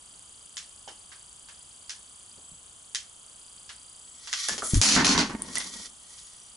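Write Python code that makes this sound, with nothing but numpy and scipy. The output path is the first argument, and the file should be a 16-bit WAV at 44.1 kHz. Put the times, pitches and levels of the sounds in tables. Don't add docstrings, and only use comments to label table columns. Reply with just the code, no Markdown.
import sys
import numpy as np
from scipy import signal
from scipy.fft import rfft, irfft
from scipy.io import wavfile
from scipy.ndimage import uniform_filter1d

SR = 44100
rng = np.random.default_rng(int(sys.argv[2]) if len(sys.argv) > 2 else 0)


def inscribe(sig):
    pcm = np.round(np.clip(np.atleast_2d(sig).T, -1, 1) * 32767)
    wavfile.write(sys.argv[1], SR, pcm.astype(np.int16))


N = 289692
TIME = np.arange(N) / SR
AGE = TIME[:2 ** 15]

# frequency_hz, level_db (per Hz)
FLAT = [(20, 0), (20000, 0)]
# (per Hz, before scaling to HISS_DB)
HISS_COLOUR = [(20, -9), (60, 4.5), (110, -1), (220, -3.5), (450, -6.5), (1200, -2), (2000, -15.5),
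               (2650, -9.5), (3150, 1.5), (3900, -10), (5500, -12), (6600, -1.5), (8000, 0.5), (8700, -4),
               (9550, 5), (10300, -3.5), (11000, -7.5)]
HISS_DB = -49.5
# frequency_hz, likeness (0 to 1)
HISS_LIKENESS = [(60, 1), (110, 0.65), (190, 0.59), (350, 0.013), (1100, 0.015), (2000, .12), (3600, 0.073),
                 (6500, 0.61), (11000, 0.83)]
# frequency_hz, likeness (0 to 1)
ROOM_LIKENESS = [(50, 0.94), (250, 1), (500, 0.75), (1000, 0.92), (2000, 0.28), (4000, 0.52), (6500, 0.85),
                 (8500, 0.38), (11000, 0.95)]
# frequency_hz, t60_s
ROOM_T60 = [(80, 0.15), (250, 0.31), (600, 0.22), (2500, 0.26), (7000, 0.22), (11000, 0.2)]
# delay_s (varied a little per hit), level_db (against the tail)
ECHOES = [(.0075, -9.5), (.0098, -16), (0.0117, -12.5), (0.023, -26)]

PICTURES_PER_S = 29.97
# pitch_hz, level_db (at zero effort), t60_s, delay_s (after the picture starts), effort_share (0 to 1)
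LENS_TICKS = [(4780, -50, 0.032, .0122, 0.69), (4320, -61, 0.0096, 0.026, 0.33),
              (8000, -53, 0.026, 0.0071, 1), (9430, -45, 0.027, 0.023, 0.45),
              (4770, -59, 0.051, .023, 0.84), (7700, -41, 0.0052, .0278, 0.15),
              (7840, -43, 0.0082, .0278, 0.19), (9400, -43.5, 0.0063, 0.032, 0.66),
              (4486, -49, 0.012, 0.043, 0.067), (3230, -49.5, 0.009, 0.039, 0.28)]
# start_s, length_s, pitch_hz, level_db
LENS_WHINES = [(2.386, 0.23, 7730, -44.5), (3.977, 0.27, 7720, -44.5), (6.216, .08, 6770, -45),
               (6.34, 0.17, 5850, -54.5)]
# start_s, length_s, effort_db
LENS_HUNTS = [(0, 2.3, 2.4), (3.314, .68, 5.5), (6.2, .4, 2.5)]
LENS_IDLE_DB, LENS_RAMP_DB_PER_S = -5, 86

# start_s, swell_s, hold_s, grating_db (slat), hissing_db (edge), boards_db (floorboards)
STROKES = [(4.196, 0.21, 0.088, -29, -43, -67.5), (4.473, .03, 0.083, -43, -43, -45.5),
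           (4.614, 0.03, 0.054, -38, -27.5, -56), (4.697, 0.053, 0.025, -33.5, -30.5, -41),
           (5.373, .2, 0.099, -35, -39.5, -46), (5.674, 0.066, .12, -39.5, -43, -49),
           (5.89, .22, 0.43, -51, -50, -97)]
STROKE_SWELL_DB, STROKE_SAG_DB_PER_S, STROKE_STOP_DB_PER_S = 24, 28.5, 233
RUMBLE_DB, RUMBLE_RISE_S, RUMBLE_HOLD_S = -26, 0.025, 0.75
# frequency_hz, level_db (per Hz)
SLIDE_COLOUR = [(200, -24), (800, -21), (1100, -0.5), (1500, 2), (2100, -1.5), (2700, -6), (4000, 4.5),
                (5300, 7.5), (6500, 8), (8500, -3.5), (11000, -1.5)]
# frequency_hz, level_db (per Hz)
SKID_COLOUR = [(500, -33), (3500, -47), (6000, -4.5), (7500, 1.5), (8600, -4), (10000, 4), (11000, -5.5)]
# frequency_hz, level_db (per Hz)
SHUFFLE_COLOUR = [(25, -13), (50, 4.5), (120, -11), (210, 8), (310, 0.5), (480, -6.5), (850, -11),
                  (1500, -14), (4000, -31.5)]
# pitch_hz, level_db (relative), t60_s
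RUB_MODES = [(888, -10, 0.068), (1140, -6.5, 0.028), (1897, 0, 0.035), (2160, 0, 0.027), (3070, 7, 0.0096),
             (3600, 0, 0.02), (4800, -2, 0.0044), (6080, -1, 0.0098)]

# start_s, level_db, pitch_hz, swell_s
THUMPS = [(4.735, -9, 140, 0.0016), (4.738, -23.5, 273, 0.0057), (4.753, -13, 44, 0.012),
          (4.758, -16, 100, 0.017), (4.768, -22.5, 272, 0.0032)]

# start_s, level_db (first edge), dull_hz (rolled off above), thin_hz (rolled off below), second_edge_delay_s
CLACKS = [(0.569, -35.5, 8560, 1610, 0.0096), (.878, -48.5, 5550, 454, 0.0072),
          (1.118, -54.5, 3020, 1210, .004), (1.486, -54.5, 3460, 1110, 0.0037),
          (1.895, -37, 7800, 1630, 0.0099), (2.948, -27, 9100, 1830, 0.0078),
          (3.692, -45.5, 3900, 1300, .004), (4.273, -41.5, 6160, 1030, 0.0047),
          (4.329, -25.5, 5100, 1340, 0.0065), (4.486, -27, 9500, 554, 0.008),
          (4.533, -39.5, 11900, 890, .002), (4.58, -34.5, 9800, 404, 0.0044),
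          (4.744, -32, 10000, 1200, 0.0091), (5.555, -33.5, 9500, 695, .015),
          (5.603, -38.5, 5000, 730, 0.0027), (6.179, -54, 8050, 2660, 0.0036)]
SECOND_EDGE_DB = -3
FIRM_DB, FIRM_ROOM_DB, SMEAR_DB_PER_DB = -32, 0.13, 0.33
# start_s, level_db, pitch_hz, t60_s
KNOCKS = [(.876, -45, 820, 0.021), (0.88, -41.5, 3067, 0.059), (1.118, -54, 1620, 0.02),
          (1.895, -48, 1720, 0.04), (2.378, -53.5, 458, 0.0034), (2.515, -51.5, 136, 0.022),
          (4.487, -32.5, 1747, 0.093), (4.622, -31.5, 1310, 0.014), (4.628, -36, 670, 0.01),
          (5.57, -33, 2013, 0.039), (5.604, -42, 2120, 0.039)]
# start_s, level_db, pitch_hz
SNAPS = [(4.485, -29, 9930), (5.4205, -29.5, 9370), (5, -41.5, 7040), (4.7435, -31, 6450),
         (5.054, -27.5, 10000), (5.5553, -30, 9240), (5.583, -25.5, 9250), (5.857, -46, 8750)]
# (per Hz, relative)
CLACK_COLOUR = [(150, 21), (800, 0), (1750, 3), (2400, -2), (3200, 4), (4000, 1), (5000, 5), (6400, 6),
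                (7400, 5), (8500, -3.5), (9600, 3.5), (11000, -11)]

# start_s, slap_db (flat), hollow_db (slat ring), boom_db (floor), first_hop_s (nominal)
LANDINGS = [(4.815, 3.5, -24, -18.5, .022), (4.888, -9.5, -38, -31, .034), (4.964, -29, -15.5, -24, .013),
            (5.046, -20, -32, -39, .007), (5.068, -13.5, -22, -25, .024), (5.15, -58, -29, -27, .02),
            (5.178, -21, -24.5, -34, .014), (5.295, -46, -43.5, -43, .01)]
HOP_SHRINK, HOP_LOSS_DB = 0.8, 5.5
LANDING_ROOM_DB = 3.5
# (per Hz, relative)
SLAP_COLOUR = [(100, -18.5), (500, -9), (850, -6.5), (1500, -6.5), (2400, -1.5), (3400, -3), (4350, 2.5),
               (4900, 2), (5800, 4), (7200, 2), (8400, -6.5), (9600, 0.5), (11000, -9.5)]
# (per Hz, relative)
HOLLOW_COLOUR = [(60, -10.5), (200, 15), (500, 2), (900, 5.5), (1900, 6), (2800, -6), (6000, -4.5),
                 (11000, -36)]
# (per Hz, relative)
BOOM_COLOUR = [(50, -14), (120, -11.5), (175, -4.5), (290, 2), (400, -8.5), (550, -10), (1500, -44)]
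# pitch_hz, level_db (relative), t60_s
SLAP_MODES = [(3070, 7.5, 0.1), (3340, -2, 0.07), (4370, 8, 0.12), (4350, 8, 0.14), (5300, 0, 0.14),
              (5850, 2, 0.12), (6100, 12.5, 0.11), (6100, 8, 0.17), (6820, 7, 0.088)]
# pitch_hz, level_db (relative), t60_s
SLAT_MODES = [(644, -5, 0.19), (824, 2, 0.24), (862, 3, 0.11), (877, 0, 0.056), (927, 0, 0.16),
              (1066, 9.5, 0.077), (1235, -10, .12), (1527, 12, 0.078), (1750, 0, 0.084), (1826, 4, 0.14),
              (2066, 7.5, 0.12)]
# pitch_hz, level_db (relative), t60_s
FLOOR_MODES = [(174, -8, 0.19), (207.6, 5, 0.16), (215.5, -11, 0.28), (242, -0.5, 0.28), (285, 7, 0.21),
               (330, -7, 0.11), (400, -1.5, 0.195)]

# frequency_hz, left_minus_right_db
BALANCE_DB = [(60, 0.53), (250, -0.51), (500, 1), (1000, 0.33), (2000, -1.8), (4000, -0.99), (8000, 0.87),
              (11000, 0.87)]
EDGE_HZ = 11170


def amp(db):
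    return 10 ** (np.asarray(db) / 20)


def read(points, hz):
    f, value = np.transpose(points)
    return np.interp(np.log(hz + 1), np.log(f), value)


def evened(x):
    return x / np.sqrt(np.mean(x ** 2) + 1e-20)


def blow(x):
    return x * np.sqrt(SR / 100 / np.sum(x ** 2))


def add(mix, s, sound):
    part = mix[..., max(round(s * SR), 0):][..., :sound.shape[-1]]
    part += sound[..., :part.shape[-1]]


def diffuse(pair, colour, likeness=ROOM_LIKENESS):
    hz = np.fft.rfftfreq(pair.shape[1], 1 / SR)
    same = np.clip(read(likeness, hz), 0, 1)
    mid, side = rfft(pair) * np.sqrt([1 + same, 1 - same]) * amp(read(colour, hz))
    return irfft([mid + side, mid - side], pair.shape[1])


def click(colour, dull_hz=1e6, thin_hz=1):
    hz = abs(np.fft.fftfreq(len(AGE), 1 / SR)) + 1
    rolloff = np.sqrt((1 + (hz / dull_hz) ** 4) * (1 + (thin_hz / hz) ** 6))
    gain = amp(read(colour, hz)) / rolloff
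    log_spectrum = np.conj(signal.hilbert(np.log(gain + 1e-4)))
    return blow(np.fft.ifft(np.exp(log_spectrum)).real)


def ring(hz, t60):
    return np.sin(2 * np.pi * hz * AGE) * np.exp(-np.log(1000) * AGE / t60)


def struck(modes):
    sizes = rng.choice([-1, 1], len(modes)) * rng.uniform(0.8, 1.2, len(modes))
    return blow(sum(size * amp(db) * ring(hz, t60) for size, (hz, db, t60) in zip(sizes, modes)))


def room_tail(build_s):
    noise = diffuse(rng.standard_normal((2, len(AGE))), FLAT)
    hz, t, bands = signal.stft(noise, SR, nperseg=256)
    decay = np.exp(-np.log(1000) * t / read(ROOM_T60, hz)[:, None])
    tail = signal.istft(bands * decay, SR, nperseg=256)[1][:, :len(AGE)]
    tail *= 1 - np.exp(-(AGE / build_s) ** 2)
    return tail / np.linalg.norm(tail[0])


def smear(scatter_s, scatter_db):
    direct = diffuse(rng.standard_normal((2, len(AGE))), FLAT) * AGE * np.exp(-2 * AGE / scatter_s)
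    direct *= amp(scatter_db) / np.linalg.norm(direct[0])
    direct[:, 0] += 1
    spectrum = rfft(direct)
    direct = irfft(spectrum / np.sqrt(abs(spectrum).mean(0) + 1e-9))
    direct /= np.linalg.norm(direct[0])
    return direct * (AGE < AGE[-1] / 2)


def room(x, room_db, build_s=0.0014, scatter_s=0.0014, scatter_db=9):
    tail = room_tail(build_s)
    direct = smear(scatter_s, scatter_db)
    for delay, db in ECHOES:
        add(tail, delay * rng.uniform(0.97, 1.05), amp(db) * direct)
    return signal.fftconvolve(x[None], direct + amp(room_db) * tail, axes=1)


def microphone_hiss():
    noise = rng.standard_normal((2, N))
    return amp(HISS_DB) * evened(diffuse(noise, HISS_COLOUR, likeness=HISS_LIKENESS))


def lens_effort(s):
    hunts_db = [db - LENS_RAMP_DB_PER_S * max(start - s, s - start - length, 0)
                for start, length, db in LENS_HUNTS]
    return max(LENS_IDLE_DB, *hunts_db)


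def lens(uneven_db=2, detune=0.011):
    out = np.zeros(N)
    t = AGE[:1500]
    for start in np.arange(0, TIME[-1], 1 / PICTURES_PER_S):
        effort_db = lens_effort(start)
        for hz, db, t60, delay, share in LENS_TICKS:
            size, shift = rng.standard_normal(2)
            tick = np.sin(2 * np.pi * hz * (1 + detune * shift) * t) * np.exp(-np.log(1000) * t / t60)
            add(out, start + delay, amp(db + share * effort_db + uneven_db * size) * tick)
    for s, length, hz, db in LENS_WHINES:
        t = TIME[:int(length * SR)]
        bursts = np.sin(np.pi * PICTURES_PER_S * (s + t)) ** 2
        add(out, s, amp(db) * signal.windows.tukey(len(t)) * bursts * np.sin(2 * np.pi * hz * t))
    return out


def step(tilt_db=1):
    out = np.zeros((2, N))
    phase = np.array([[0.18], [-0.18]])
    tilt = tilt_db * np.array([[0.5], [-0.5]])
    for s, db, hz, swell in THUMPS:
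        envelope = AGE / swell * np.exp(1 - AGE / swell)
        push = -envelope * np.sin(2 * np.pi * hz * AGE + phase)
        add(out, s, amp(db + tilt) * push)
    return out


def stroke(start, swell_s, hold_s):
    since_peak = TIME - start - swell_s
    swell_db = STROKE_SWELL_DB * np.minimum(since_peak / swell_s, 0)
    sag_db = STROKE_SAG_DB_PER_S * np.maximum(since_peak, 0)
    stop_db = STROKE_STOP_DB_PER_S * np.maximum(since_peak - hold_s, 0)
    return amp(swell_db - sag_db - stop_db)


def friction(gain, colour, catches_per_s, grain_db, ring_db, judder_db):
    catches = (rng.random(N) < catches_per_s / SR) * rng.standard_normal((2, N))
    slips = rng.standard_normal((2, N)) + amp(grain_db) * evened(catches)
    judder = evened(uniform_filter1d(rng.standard_normal(N), size=600))
    slips *= amp(judder_db * judder)
    ringing = signal.oaconvolve(slips, struck(RUB_MODES)[None], axes=1)[:, :N]
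    return gain * evened(diffuse(evened(slips) + amp(ring_db) * evened(ringing), colour))


def rubbing():
    grating, hissing, boards = sum(
        amp(levels_db)[:, None] * stroke(start, swell_s, hold_s)
        for start, swell_s, hold_s, *levels_db in STROKES)
    rumble = amp(RUMBLE_DB) * stroke(LANDINGS[0][0], RUMBLE_RISE_S, RUMBLE_HOLD_S)
    floor = np.hypot(boards, rumble)
    slide = friction(grating, SLIDE_COLOUR, catches_per_s=400, grain_db=-9, ring_db=-7.5, judder_db=2.3)
    skid = friction(hissing, SKID_COLOUR, catches_per_s=300, grain_db=-8, ring_db=-11, judder_db=1.0)
    shuffle = friction(floor, SHUFFLE_COLOUR, catches_per_s=48, grain_db=-11.5, ring_db=-3.5, judder_db=3.5)
    return slide + skid + shuffle


def toy():
    out = np.zeros((2, N))
    for s, db, dull_hz, thin_hz, second_s in CLACKS:
        room_db = FIRM_ROOM_DB + SMEAR_DB_PER_DB * (FIRM_DB - db)
        for delay, edge_db in (0, 0), (second_s, SECOND_EDGE_DB):
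            clack = click(CLACK_COLOUR, dull_hz, thin_hz) + amp(-17) * struck(SLAP_MODES)
            add(out, s + delay, amp(db + edge_db) * room(clack, room_db))
    for s, db, hz, t60 in KNOCKS:
        knock = blow(ring(hz, t60) + ring(hz, t60 / 2) - ring(hz * 0.925, t60 / 2))
        add(out, s, amp(db) * room(knock, room_db=-2.0))
    for s, db, hz in SNAPS:
        snap = blow(ring(hz, t60=0.0064) + 0.11 * ring(hz * 0.91, t60=0.0018))
        add(out, s, amp(db) * room(snap, room_db=-10, scatter_s=0.00093))
    return out


def hops(s, hop_s, count=4):
    for k in range(count):
        yield s, -HOP_LOSS_DB * k
        s += hop_s * HOP_SHRINK ** k * rng.uniform(0.9, 1.1)


def crash(hard_hz=13000, softening=0.43):
    out = np.zeros((2, N))
    hollow, push = click(HOLLOW_COLOUR), click(BOOM_COLOUR)
    for start, slap_db, hollow_db, boom_db, hop_s in LANDINGS:
        crack = click(SLAP_COLOUR, dull_hz=hard_hz * amp(softening * slap_db))
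        for s, db in hops(start, hop_s):
            slap = blow(crack + amp(-11) * struck(SLAP_MODES))
            body = blow(hollow + amp(-6) * struck(SLAT_MODES))
            boom = blow(push + amp(1.5) * struck(FLOOR_MODES))
            contact = amp(slap_db) * slap + amp(hollow_db) * body + amp(boom_db) * boom
            add(out, s, amp(db) * room(contact, LANDING_ROOM_DB, scatter_s=0.0021, scatter_db=5.0))
    return out


def scene():
    return microphone_hiss() + lens() + step() + rubbing() + toy() + crash()


def record(dry, ceiling_db=-18.0, recovery_db_per_s=230, bass_hz=260, attack_s=0.0019):
    sensed = signal.sosfilt(signal.butter(1, bass_hz, "high", fs=SR, output="sos"), dry)
    keep = np.exp(-1 / (attack_s * SR))
    power = signal.lfilter([1 - keep], [1, -keep], (sensed ** 2).mean(0))
    power_db = 10 * np.log10(power + 1e-12)
    fall = TIME * recovery_db_per_s
    level_db = np.maximum.accumulate(power_db + fall) - fall
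    over_db = np.maximum(level_db - ceiling_db, 0)
    limited = dry * amp(-0.9 * uniform_filter1d(over_db, size=30))
    held = 0.65 * np.tanh(limited / 0.75)
    lean_db = read(BALANCE_DB, np.fft.rfftfreq(N, 1 / SR)) / 2
    held = irfft(rfft(held) * amp([lean_db, -lean_db]), N)
    band_limit = signal.firwin(301, EDGE_HZ, window=("kaiser", 7), fs=SR)
    return signal.oaconvolve(held, band_limit[None], "same")


dry = scene()
out = record(dry)
inscribe(out)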